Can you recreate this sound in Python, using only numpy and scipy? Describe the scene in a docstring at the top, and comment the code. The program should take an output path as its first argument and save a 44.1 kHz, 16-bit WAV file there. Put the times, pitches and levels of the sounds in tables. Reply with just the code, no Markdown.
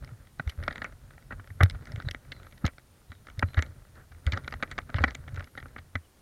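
"""Jolts and knocks of a closed plastic helmet housing, microphone inside, while a rider waits astride a bike.
Each movement on this forest trail swings the housing on its mount (low thumps ringing down) and makes its
joints knock, snap and rub: short noisy forces ring the modes of the shell, lumpy pushes sway the mount.
Beneath lie shaped noise and a throbbing tone from the electronics, and a narrow hiss once a second;
far off among the trees a few birds whistle, as short sliding tones."""
import sys
import numpy as np
from scipy import signal
from scipy.fft import rfft, irfft
from scipy.io import wavfile
from scipy.ndimage import uniform_filter1d

SR = 44100
rng = np.random.default_rng(int(sys.argv[2]) if len(sys.argv) > 2 else 0)


def undo_db(level):
    """Turn decibels back into plain size, where 20 dB means ten times bigger."""
    steps = np.asarray(level, float) / 20
    return 10 ** steps


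def to_wav(s):
    """Save 16-bit WAV."""
    ch = np.atleast_2d(s).T  # columns
    pcm = np.round(np.clip(ch, -1, 1) * 32767)  # PCM
    wavfile.write(sys.argv[1], SR, pcm.astype(np.int16))


N = 273861   # length in samples

# Movement of the head, as the sway of the mount. Each row: time in seconds, level in dB.
HEAD_MOVEMENT = [(0, -40.5), (0.3, -62), (0.65, -40), (0.88, -46), (1.2, -54.5), (1.35, -46.5),
                 (1.57, -53.5), (1.7, -45), (2.05, -41.5), (2.22, -55), (2.36, -46), (2.901, -63),
                 (3.6, -45.5), (3.78, -53.5), (4.2, -53), (4.36, -41.5), (4.85, -47.5), (5.0, -40.5),
                 (5.3, -49), (5.4, -36), (5.51, -62), (5.649, -46), (6.101, -64.5)]
# Modes of the mount. Each row: frequency in Hz, width in Hz, relative gain in dB.
MOUNT_MODES = [(36, 31, -4), (85, 23.6, -1), (130.4, 33.6, -4.5), (243.7, 38, -14.5)]
# Modes of the plastic shell. Each row: frequency in Hz, width in Hz, relative gain in dB.
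SHELL_MODES = [(240.7, 65, 11.5), (573, 144, 7.5), (842, 120, 1), (1364, 305, 6.5), (1933, 262, 3.5),
               (2242, 232, -2.5), (2840, 530, -11.5), (3680, 990, -8), (4820, 1440, -13), (5800, 1430, -17),
               (7800, 770, -29.5), (12000, 2900, -31)]
# Colour of the electronic hiss. Each row: frequency in Hz, relative density in dB per Hz.
HISS_COLOUR = [(150, 14.5), (500, 6.5), (2000, -2.5), (5000, -5.5), (13000, -8), (15500, -11.5)]
# Knocks in the joints. Each row: time in seconds, hollow knock in dB, bright snap in dB, contact length in ms.
JOINT_KNOCKS = [(0.046, -51, -47, 3), (0.27, -53, -58, 5), (0.3958, -23.5, -43, 4.9),
                (0.476, -36, -45, 1.9), (0.4925, -41, -35.5, 10.8), (0.626, -36, -52, 5),
                (0.6374, -37.5, -40.5, 0.51), (0.6786, -18.5, -33, 4.8), (0.7068, -31, -45, 7),
                (0.724, -38, -45, 7.8), (0.7584, -31, -40.5, 0.73), (0.78, -34.5, -44, 2.2),
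                (0.8178, -26.5, -40.5, 5.8), (0.845, -28, -40.5, 0.17), (1.107, -47, -60, 2.5),
                (1.1791, -45.5, -66, 2.5), (1.306, -33.5, -60, 9.5), (1.3203, -33.5, -55, 10.2),
                (1.3969, -39.5, -63, 3.1), (1.474, -44.5, -54, 2.7), (1.5025, -42, -64, 3.8),
                (1.605, -16, -35.5, 8.8), (1.6275, -19.5, -59, 5.1), (1.6345, -18.5, -22, 0.93),
                (1.6585, -33.5, -48, 3.6), (1.6985, -37, -33.5, 3.6), (1.709, -44, -43.5, 2),
                (1.7441, -43, -58, 12.6), (1.8697, -42, -54, 7.4), (1.9186, -43, -44, 5.4),
                (1.961, -38.5, -42, 0.63), (2.002, -32, -41, 0.29), (2.021, -41.5, -52, 5.5),
                (2.0867, -27.5, -30.5, 2.4), (2.1102, -34, -31.5, 5.2), (2.1475, -28.5, -42, 1.14),
                (2.3172, -35.5, -35, 8.5), (2.399, -48, -60, 2.2), (2.4666, -42.5, -54.5, 4.7),
                (2.6431, -28.5, -89, 12), (2.654, -31.5, -31.5, 1.2), (2.662, -30, -29, 7.4),
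                (2.6792, -32, -39.5, 0.22), (2.7821, -41.5, -50.5, 2.8), (3.1194, -39, -46, 0.44),
                (3.269, -41.5, -51, 3.8), (3.284, -39, -57, 5.7), (3.299, -45.5, -51.5, 3.9),
                (3.3932, -31, -32.5, 2.9), (3.4252, -16.5, -42, 6), (3.5447, -35.5, -39, 1.3),
                (3.567, -27, -43, 24), (3.5794, -30, -45, 3.4), (3.5904, -23, -35, 4.2),
                (3.6248, -26.5, -29.5, 0.43), (3.95, -51, -91, 62), (4.1153, -48.5, -58.5, 12),
                (4.2672, -31, -31, 0.5), (4.2742, -30.5, -48, 1.9), (4.3205, -28.5, -30.5, 5.8),
                (4.3298, -28.5, -39.5, 11.4), (4.372, -24.5, -38.5, 7.9), (4.4772, -27, -36, 4.9),
                (4.5235, -30, -41, 5.3), (4.5388, -29.5, -41.5, 3.2), (4.6258, -20.5, -33.5, 4.1),
                (4.6335, -22.5, -37, 1.75), (4.7146, -32.5, -38, 0.25), (4.7795, -27.5, -37, 3.8),
                (4.786, -22, -35.5, 2.66), (4.8905, -39, -109, 13), (4.9439, -26, -36, 0.77),
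                (4.9556, -37, -41.5, 19), (4.9826, -25, -41, 7.2), (5.0381, -11.5, -26.5, 6.1),
                (5.075, -29.5, -43, 16), (5.108, -37.5, -42, 1.1), (5.1478, -40, -41, 2.9),
                (5.1515, -32.5, -34.5, 1.5), (5.2765, -39, -51.5, 8.5), (5.3445, -55, -52, 2),
                (5.3726, -34, -65, 6.8), (5.4079, -34, -48, 0.93), (5.4425, -51, -48, 2.2),
                (5.469, -48, -65, 8.9), (5.5524, -40.5, -60, 2.3), (5.5735, -32, -44.5, 11.5),
                (5.601, -43, -50.5, 4.2), (5.6276, -38.5, -55, 1.1), (5.6562, -39.5, -69, 5.1),
                (5.7619, -32.5, -56, 4.3), (5.7806, -40, -50, 10.4), (5.9538, -23, -35.5, 5.1)]
# Jolts of the housing on its springy mount. Each row: time of the widest swing in seconds, peak level in dB,
# pitch at the widest swing in Hz, time to fall by 60 dB in seconds.
MOUNT_JOLTS = [(0.126, -34.5, 115, 0.14), (0.404, -28, 142, 0.029), (0.478, -20, 73, 0.074),
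               (0.591, -26.5, 71, 0.068), (0.691, -31, 135, 0.029), (1.392, -36.5, 102, 0.16),
               (1.516, -33.5, 97, 0.1), (1.615, -13.5, 98.5, 0.14), (1.638, -7, 97, 0.099),
               (1.759, -32, 98, 0.1), (1.945, -28, 109, 0.099), (1.982, -28, 112, 0.029),
               (2.073, -20.5, 97, 0.035), (2.646, -15.5, 179, 0.013), (2.654, -17, 82, 0.077),
               (3.105, -36, 87.5, 0.09), (3.388, -25.5, 100, 0.063), (3.441, -17.5, 92.5, 0.12),
               (3.584, -12, 83, 0.1), (4.276, -15.0, 76.6, 0.11), (4.336, -22.5, 95, 0.15),
               (4.955, -17, 96.3, 0.057), (5.013, -18.5, 82, 0.27), (5.339, -27.5, 93, 0.061),
               (5.384, -30, 94.3, 0.19), (5.96, -26, 91, 0.12)]
# Narrow hiss that the electronics give once a second. Each row: frequency in Hz, width in Hz of each of the
# two resonances in a row, level in dB.
TICK_BANDS = [(11330, 300, -74.5)]
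# Far bird notes. Each row: start in seconds, length in seconds, pitch at the end before it wanders in Hz,
# level in dB before the flutter.
BIRD_NOTES = [(2.043, 0.049, 3860, -64), (2.305, 0.11, 3960, -68.5), (3.073, 0.125, 3770, -74),
              (3.448, 0.1, 4000, -69.5), (6.027, 0.046, 2920, -73.5)]

# rubbing and small knocks follow the movement, each by its own share of the movement in dB
MOVE_REFERENCE_DB = -48
RUB_DB, RUB_FOLLOWS = -62, 0.96   # at the reference, before swings and knocks raise it
SMALL_COUNT, SMALL_FOLLOWS = 100, 0.89   # small knocks in all
SMALL_TOP_DB, SMALL_SPREAD_DB = -48, 4.5   # the strongest at the reference; mean fall below that
SMALL_MEAN_SNAP_DB = -8   # snap against knock
HISS_DB = -62.5
WHINE_HZ, THROB_HZ = 9525, 36
WHINE_DB = -77.5   # about which the level wanders
THUD_BELOW_HZ, SNAP_FROM_HZ = 1050, 2400   # the knock proper lies between
JOLT_SAG_PER_S = 2.6   # share of the pitch lost per second
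TICK_START_S, TICK_LENGTH_S = 0.452, 0.22


def rms_one(x):
    """Scale to rms 1."""
    return x / np.sqrt(np.mean(x ** 2) + 1e-20)


def at_peak(x, db):
    """Scale so that the strongest two milliseconds swing to the given height."""
    strongest = uniform_filter1d(x ** 2, 88).max()
    return undo_db(db) * x / np.sqrt(2 * strongest + 1e-20)


def add(out, s, piece):
    """Mix a piece in from time s on, cut at the ends of the scene."""
    i = round(s * SR)
    part = piece[max(-i, 0):N - i]
    out[max(i, 0):max(i, 0) + len(part)] += part


def drift(rate):
    """Slow chance with spread 1, from smoothed noise; a higher rate wanders faster."""
    r = np.exp(-80 * np.pi * rate / SR)
    noise = rng.standard_normal(N // 40 + 2002)   # one draw for every 40 samples
    slow = signal.lfilter([1], [1, -2 * r, r * r], noise)[2000:]
    return np.interp(np.arange(N) / 40, np.arange(len(slow)), rms_one(slow))


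def resonance(x, hz, width_hz):
    """Two-pole resonance, gain 1 on top."""
    r = np.exp(-np.pi * width_hz / SR)
    top = np.array([1, 0, -1]) * (1 - r * r) / 2
    return signal.lfilter(top, [1, -2 * r * np.cos(2 * np.pi * hz / SR), r * r], x)


def body(x, modes, extra_db=0):
    """A body rings in parallel modes of alternating sign, each with an extra gain."""
    gains = undo_db(np.array(modes)[:, 2] + extra_db)
    return sum((-1) ** k * gains[k] * resonance(x, hz, width) for k, (hz, width, db) in enumerate(modes))


def sway(sway_db):
    """Small pushes that come in lumps keep the mount trembling."""
    push = undo_db(4.2 * drift(15)) * rng.standard_normal(N)
    trembling = body(body(push, MOUNT_MODES), MOUNT_MODES)
    return undo_db(sway_db) * rms_one(trembling)


def rubbing(rub_db):
    """Stick and slip: clumps of tiny contacts over an uneven rustle, heard through the shell."""
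    sizes = undo_db(4.0 * np.minimum(rng.exponential(1, N), 4)) * rng.choice([-1, 1], N)
    slips_per_s = 500 * undo_db(6.0 * drift(15))
    slips = sizes * (rng.random(N) < slips_per_s / SR)
    rustle = undo_db(-7 + 6.0 * drift(8)) * rng.standard_normal(N)
    ringing = body(rms_one(slips) + rustle, SHELL_MODES)
    dulled = signal.lfilter([1], [1, -.7], ringing)
    return undo_db(rub_db) * rms_one(dulled)


def hiss():
    """Broad electronic hiss: steady noise shaped in frequency."""
    hz = np.fft.rfftfreq(N, 1 / SR)
    corner_hz, density_db = np.transpose(HISS_COLOUR)
    colour = undo_db(np.interp(np.log(hz + 1), np.log(corner_hz), density_db))
    return undo_db(HISS_DB) * rms_one(irfft(rfft(rng.standard_normal(N)) * colour, N))


def whine():
    """A thin electronic tone, unsteady in level and phase, that throbs."""
    t = np.arange(N) / SR
    tone = undo_db(WHINE_DB + 3.2 * drift(30)) * np.sin(2 * np.pi * WHINE_HZ * t + 1.0 * drift(15))
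    throb = 1 + 0.243 * np.cos(2 * np.pi * THROB_HZ * t + 1.0 * drift(2.9))
    return tone * throb


def knocks(contacts):
    """A contact chatters for a few milliseconds and rings the shell; hard contacts reach the high modes."""
    out, ms = np.zeros(N), np.arange(SR // 10) * 1000 / SR
    low = [m for m in SHELL_MODES if m[0] < THUD_BELOW_HZ]
    middle = [m for m in SHELL_MODES if THUD_BELOW_HZ < m[0] < SNAP_FROM_HZ]
    high = [m for m in SHELL_MODES if m[0] > SNAP_FROM_HZ]
    middle_octaves = np.log2(np.array(middle)[:, 0] / middle[0][0])
    high_octaves = np.log2(np.array(high)[:, 0] / high[0][0])
    below_snap = signal.butter(4, SNAP_FROM_HZ, "low", fs=SR, output="sos")
    above_snap = signal.butter(4, SNAP_FROM_HZ, "high", fs=SR, output="sos")
    for s, knock_db, snap_db, length_ms in contacts:
        force = rng.standard_normal(len(ms))
        force = force * np.abs(force)   # uneven touches rather than smooth noise
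        strength = rng.standard_normal(len(SHELL_MODES))   # chance gain of each mode
        # the force swells, falls over the contact and leaves a weaker shudder
        swell = 1 - np.exp(-(ms / (0.38 * length_ms)) ** 2)
        shape = swell * (undo_db(-16 * ms / length_ms) + undo_db(-27.0 - 0.93 * ms))
        hardness_db = snap_db - knock_db

        thud = signal.sosfilt(below_snap, body(force * shape, low))
        thud_db = knock_db - 9.0 - 0.12 * hardness_db

        # harder contacts favour the upper of the middle modes
        tilt_db = 1.07 * (hardness_db + 20.5) * middle_octaves
        knock = body(force * shape, middle, tilt_db + 2.0 * strength[:len(middle)])
        knock = signal.sosfilt(below_snap, knock)

        # the harder and shorter the contact, the higher the snap reaches
        reach_hz = np.clip(11000 * 2 ** (0.061 * hardness_db) / length_ms ** 0.075, 4000, 16000)
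        edge = signal.butter(3, reach_hz, fs=SR, output="sos")
        glint_db = 0.81 * max(hardness_db, 0) * high_octaves
        snap = body(force * shape ** 1.5, high, glint_db + 2.5 * strength[-len(high):])
        snap = signal.sosfilt(np.vstack([above_snap, edge]), snap)

        hit = at_peak(thud, thud_db) + at_peak(knock, knock_db) + at_peak(snap, snap_db)
        add(out, s - .0012, hit)   # the force begins just ahead of the listed time
    return out


def small_knocks(move_db):
    """Weak contacts at chance moments, stronger while the head moves more; rows as in the joint knocks."""
    place, size, hardness, length = np.transpose(rng.random((SMALL_COUNT, 4)))
    movement_db = SMALL_FOLLOWS * move_db[(place * N).astype(int)]
    knock_db = SMALL_TOP_DB + movement_db - SMALL_SPREAD_DB * np.log(1 / size)
    snap_db = knock_db + 2 * SMALL_MEAN_SNAP_DB * hardness
    length_ms = 1.6 * (0.42 + 1.0 * length)
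    return list(zip(place * N / SR, knock_db, snap_db, length_ms))


def jolts():
    """The mount swings up within about half a cycle and rings down, its pitch sagging as the swing fades."""
    out, t = np.zeros(N), np.arange(-SR // 20, SR // 2) / SR   # t = 0 at the widest swing
    for s, db, hz, t60 in MOUNT_JOLTS:
        rise = np.exp(-2.5 * (hz * np.minimum(t, 0)) ** 2)
        fall = undo_db(-60 * np.maximum(t, 0) / t60)
        cycles = hz * (t - JOLT_SAG_PER_S / 2 * t * np.abs(t))
        add(out, s + t[0], undo_db(db) * rise * fall * np.cos(2 * np.pi * cycles))
    return out


def tick_hiss():
    """A short narrow electronic hiss every second: noise through two equal resonances, gated."""
    t = np.arange(N) / SR
    on = uniform_filter1d(1.0 * ((t - TICK_START_S) % 1 < TICK_LENGTH_S), 400)
    noise = rng.standard_normal(N)
    bands = [undo_db(db) * rms_one(resonance(resonance(noise, hz, width), hz, width))
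             for hz, width, db in TICK_BANDS]
    return on * sum(bands)


def birds():
    """Short wavering whistles far off among the trees, each sliding down a little and wandering in pitch."""
    out = np.zeros(N)
    for s, length, hz, db in BIRD_NOTES:
        count = round(length * SR)
        pitch = np.linspace(1.04, 1, count) + 0.02 * drift(25)[:count]
        note = np.sin(2 * np.pi * hz * np.cumsum(pitch) / SR)
        flutter = rms_one(signal.lfilter([1], [1, -.97], rng.standard_normal(SR // 4)))[:count]
        add(out, s, undo_db(db) * np.hanning(count) ** .5 * (1.8 + 1.0 * flutter) * note)
    return out


def scene():
    """Everything reaches one microphone; a swinging mount and fresh knocks make the joints rub harder."""
    sway_db = np.interp(np.arange(N) / SR, *np.transpose(HEAD_MOVEMENT))
    move_db = sway_db - MOVE_REFERENCE_DB
    jolt = jolts()
    hits = knocks(JOINT_KNOCKS + small_knocks(move_db))
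    # running rms, over about 18 ms and 68 ms
    swing = np.sqrt(uniform_filter1d(jolt ** 2, 800).clip(0))
    shaken = np.sqrt(uniform_filter1d(hits ** 2, 3000).clip(0))
    rub = rubbing(RUB_DB + RUB_FOLLOWS * move_db) * (1 + 30 * swing + 40 * shaken)
    housing = sway(sway_db) + rub + hits + jolt
    electronics = hiss() + whine() + tick_hiss()
    return (housing + electronics + birds())[None]   # one channel


def roll_off(x):
    """The treble ends steeply here."""
    return signal.sosfilt(signal.butter(12, 15830, fs=SR, output="sos"), x)


def record(dry):
    """The mix at the microphone is kept as it arrives, with no change of level or tone beforehand."""
    return roll_off(dry)


dry = scene()
out = record(dry)
to_wav(out)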